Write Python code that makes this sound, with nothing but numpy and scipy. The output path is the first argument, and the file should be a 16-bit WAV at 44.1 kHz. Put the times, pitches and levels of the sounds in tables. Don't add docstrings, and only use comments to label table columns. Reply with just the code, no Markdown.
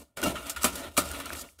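import sys
import numpy as np
from scipy import signal
from scipy.fft import rfft, irfft
from scipy.io import wavfile
from scipy.ndimage import uniform_filter1d, map_coordinates

SR = 44100
rng = np.random.default_rng(int(sys.argv[2]) if len(sys.argv) > 2 else 0)


def pcm_store(signal):
    levels = np.round(np.clip(np.atleast_2d(signal), -1, 1) * 32767)
    wavfile.write(sys.argv[1], SR, levels.astype(np.int16).T)


N = 70560

# start in seconds, panel, frame and edge levels in dB, rise in seconds.
HAMMER_BLOWS = [(0.6424, -25, -22.5, -20, 0.00064), (.975, -24, -24.5, -21, 0.0016)]
MODE_RISE_S = 0.00145


def amp(db):
    return 10 ** (np.asarray(db) / 20)


def unit(x):
    return x / np.sqrt(np.mean(np.abs(x) ** 2) + 1e-20)


def time_s():
    return np.arange(N) / SR


def grid_hz():
    return np.fft.rfftfreq(2 * N, 1 / SR)


def response(points):
    hz, db = np.transpose(points)
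    f = grid_hz() + 1
    skirts = np.minimum(1, f / hz[0]) * np.minimum(1, hz[-1] / f)
    return amp(np.interp(np.log(f), np.log(hz), db)) * skirts ** 2


def filtered(x, gain):
    cepstrum = irfft(np.log(np.maximum(gain, 1e-6)))
    cepstrum[1:N] *= 2
    cepstrum[N + 1:] = 0
    return irfft(rfft(x, 2 * N) * np.exp(rfft(cepstrum)))[:N]


def wobble(knots_per_s):
    return map_coordinates(rng.standard_normal(N // 50), [time_s() * knots_per_s], mode="wrap")


def burst(start_s, rise_s, t60_s):
    age_s = time_s() - start_s
    return np.clip(age_s / rise_s, 0, 1) * amp(-60 * np.maximum(age_s - rise_s, 0) / t60_s)


def rattle():
    # time in seconds, panel, frame and edge levels in dB.
    rattle_levels = [(0, -46.5, -57, -50), (0.068, -73, -78.5, -73.5), (0.159, -81, -90, -91),
                     (0.172, -42.5, -40, -40.5), (0.223, -40, -45.5, -54.5), (0.231, -32, -34.5, -35),
                     (0.279, -28, -34.5, -36), (0.302, -36, -39, -41), (0.349, -41, -50.5, -53.5),
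                     (0.441, -51.5, -52, -51), (0.489, -44, -38.5, -46), (0.543, -55, -54, -59),
                     (0.599, -49, -45, -55), (0.628, -52.5, -39.5, -35.5), (.72, -44, -47, -46.5),
                     (.795, -43, -41.5, -43), (0.867, -42, -44.5, -53.5), (0.938, -59.5, -64, -62),
                     (1.01, -43, -45.5, -44), (1.191, -43.5, -42.5, -44.5), (1.25, -50, -46.5, -54),
                     (1.335, -45.5, -45.5, -47), (1.419, -50.5, -50, -39), (1.436, -48, -49, -55),
                     (1.499, -67.5, -68, -57.5), (1.583, -79, -78, -73.5), (1.59, -65.5, -58, -54.5)]
    contacts_per_s, spread_db, rub_db, jolt_db = 900, 2, 3, 1.3
    times_s, *parts_db = np.transpose(rattle_levels)
    hits = rng.random(N) < contacts_per_s / SR
    signs = np.sign(rng.standard_normal(N))
    contacts = unit(hits * signs * amp(spread_db * rng.standard_normal(N)))
    jolts = amp(jolt_db * wobble(knots_per_s=100))
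    forces = []
    for db in parts_db:
        rubbing = amp(rub_db) * rng.standard_normal(N)
        forces.append(amp(np.interp(time_s(), times_s, db)) * unit(jolts * (contacts + rubbing)))
    return np.array(forces)


def shimmer(force, depth_db=2):
    spectra = signal.stft(force, nperseg=512)[2]
    field = uniform_filter1d(rng.standard_normal(spectra.shape), size=3, axis=0)
    field = uniform_filter1d(field, size=6, axis=1)
    return signal.istft(spectra * unit(amp(depth_db * unit(field))), nperseg=512)[1][:N]


def steel_case(panel, frame, edge):
    # centre in Hz, width in Hz, height over the broad response in dB.
    resonances = [(181.5, 7.7, 7.5), (257.6, 73, 13), (293, 59, 8), (366.4, 26, 5), (585, 62, 9.5),
                  (667, 54, 10.5), (1238, 140, 8), (1322, 100, 7.5), (1412, 108, 10), (1806, 144, 7.5),
                  (2270, 210, 3), (2788, 40, 6.5)]
    # frequency in Hz, relative gain in dB.
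    panel_curve = [(45, -4), (110, -1), (230, -6), (460, 0), (800, -5.5), (1050, -6.5), (1500, -58.5)]
    frame_curve = [(600, -21.5), (950, -2), (1450, -0.5), (1620, -7), (2700, -0.5), (3800, -3),
                   (5000, -19.5), (8000, -58.5)]
    edge_curve = [(2500, -15.5), (4400, -2.5), (6000, -2), (8700, 1), (13500, -5), (15500, -7)]
    peak_power = sum(amp(db) ** 2 / (1 + (2 * (grid_hz() - hz) / width_hz) ** 2) ** 2
                     for hz, width_hz, db in resonances)
    peaks = np.sqrt(1 + peak_power)
    drumming = filtered(panel, unit(response(panel_curve) * peaks))
    clatter = filtered(shimmer(frame), unit(response(frame_curve) * peaks))
    rasp = filtered(shimmer(edge), unit(response(edge_curve)))
    return drumming + clatter + rasp


def shell_boom():
    # time in seconds, level in dB.
    boom_levels = [(0, -51), (.14, -92), (.18, -50), (.25, -44), (.45, -54.5), (.66, -47.5), (.93, -55.5),
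                   (1.1, -44), (1.23, -57.5), (1.38, -46.5), (1.47, -63)]
    # frequency in Hz, relative gain in dB.
    rumble_curve = [(24, -13), (40, -10), (55, 16), (85, 15.5), (130, -54.5), (300, -22)]
    pitch_hz = 72 + 5 * wobble(knots_per_s=24.64)
    tone = np.sin(2 * np.pi * np.cumsum(pitch_hz) / SR)
    rumble = unit(filtered(rng.standard_normal(N), response(rumble_curve)))
    envelope = amp(np.interp(time_s(), *np.transpose(boom_levels)))
    return envelope * unit(unit(tone) + rumble)


def open_air(level_db=-76):
    gain = response([(60, 6), (400, -17), (2000, -36), (16000, -42)])
    return amp(level_db) * unit(filtered(rng.standard_normal(N), gain))


def clinks(rise_s=0.002):
    # start in seconds, frame and edge levels in dB, T60 in seconds.
    contacts = [(0.2155, -58, -31.5, 0.015), (0.2353, -41, -27.5, 0.056), (0.353, -36.5, -46, 0.32),
                (0.466, -45, -36.5, 0.044), (0.4952, -39, -27.5, 0.09), (0.561, -36, -40, 0.13),
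                (0.6311, -38, -24, 0.025), (0.754, -41.5, -33, 0.065), (0.967, -29.5, -28.5, 0.13),
                (1.113, -43, -34, 0.02), (1.145, -34.5, -54, 0.052), (1.1995, -33, -37.5, 0.068),
                (1.2565, -44, -33.5, 0.018), (1.33, -36, -36.5, 0.035), (1.392, -43.5, -39.5, 0.055)]
    envelopes = sum(np.outer([0, amp(frame_db), amp(edge_db)], burst(start_s, rise_s, t60_s))
                    for start_s, frame_db, edge_db, t60_s in contacts)
    return envelopes * rng.standard_normal((3, N))


def knocks():
    # start in seconds, base level in dB, base pitch in Hz, T60 in seconds.
    events = [(.228, -26, 1460, 0.047), (0.233, -29.5, 2784, 0.12), (0.256, -27, 1322, 0.085),
              (0.269, -24.5, 193, 0.071), (0.568, -28.5, 1402, 0.037), (1.089, -31.5, 7500, .007),
              (1.2549, -39.5, 4390, 0.042), (1.256, -36.5, 8420, 0.026), (1.262, -33, 1360, 0.033),
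              (1.304, -22, 1440, 0.0064), (1.351, -27.5, 1970, 0.0019), (1.489, -40, 2270, 0.0026)]
    # ratio to the base pitch, level offset in dB.
    partials = [(0.682, -12), (1.001, 0.5)]
    out = np.zeros(N)
    for start_s, db, hz, t60_s in events:
        rise_s = max(0.069 * t60_s, MODE_RISE_S / 2)
        envelope = burst(start_s, rise_s, t60_s)
        for ratio, offset_db in partials:
            phase = 2 * np.pi * hz * ratio * (time_s() - start_s)
            out += amp(db + offset_db) * envelope * np.sin(phase)
    return out


def hammer_blows():
    chatter_t60_s = (0.13, 0.16, 0.12)
    crack_offset_db, crack_t60_s = -11, 0.077
    envelopes = np.zeros((3, N))
    for start_s, panel_db, frame_db, edge_db, rise_s in HAMMER_BLOWS:
        for part, db in enumerate((panel_db, frame_db, edge_db)):
            envelopes[part] += amp(db) * burst(start_s, rise_s, chatter_t60_s[part])
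        envelopes[2] += amp(edge_db + crack_offset_db) * burst(start_s, rise_s, crack_t60_s)
    return envelopes * rng.standard_normal((3, N))


def case_ring():
    # frequency in Hz, levels in dB for the first and second blow, T60 in seconds.
    modes = [(180, -40, -36, 0.312), (243.3, -32, -65, 0.18), (280.4, -44, -40, 0.31),
             (358, -33.5, -28.5, 0.14), (629, -25, -41, 0.12), (767, -29.5, -32.5, 0.11),
             (990, -29, -40, 0.13), (1197, -56, -23, 0.047), (1249, -56, -25, 0.11), (1343, -31, -29, .17),
             (2355, -36, -22, 0.053), (2780, -40, -41, 0.085), (3095, -33, -50, 0.15)]
    out = np.zeros(N)
    for hz, *levels_db, t60_s in modes:
        for (start_s, *_, rise_s), db in zip(HAMMER_BLOWS, levels_db):
            phase = 2 * np.pi * (hz * (time_s() - start_s) + rng.random())
            jitter_rad = 0.25 * wobble(knots_per_s=120)
            out += amp(db) * burst(start_s, rise_s + MODE_RISE_S, t60_s) * np.sin(phase + jitter_rad)
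    return out


def scene():
    air = open_air()
    forces = rattle() + hammer_blows() + clinks()
    mono = steel_case(*forces) + case_ring() + knocks() + shell_boom() + air
    return np.array([mono, mono])


def record(dry):
    cutoff_hz = 15700
    return irfft(rfft(dry, 2 * N) / (1 + (grid_hz() / cutoff_hz) ** 200))[:, :N]


dry = scene()
out = record(dry)
pcm_store(out)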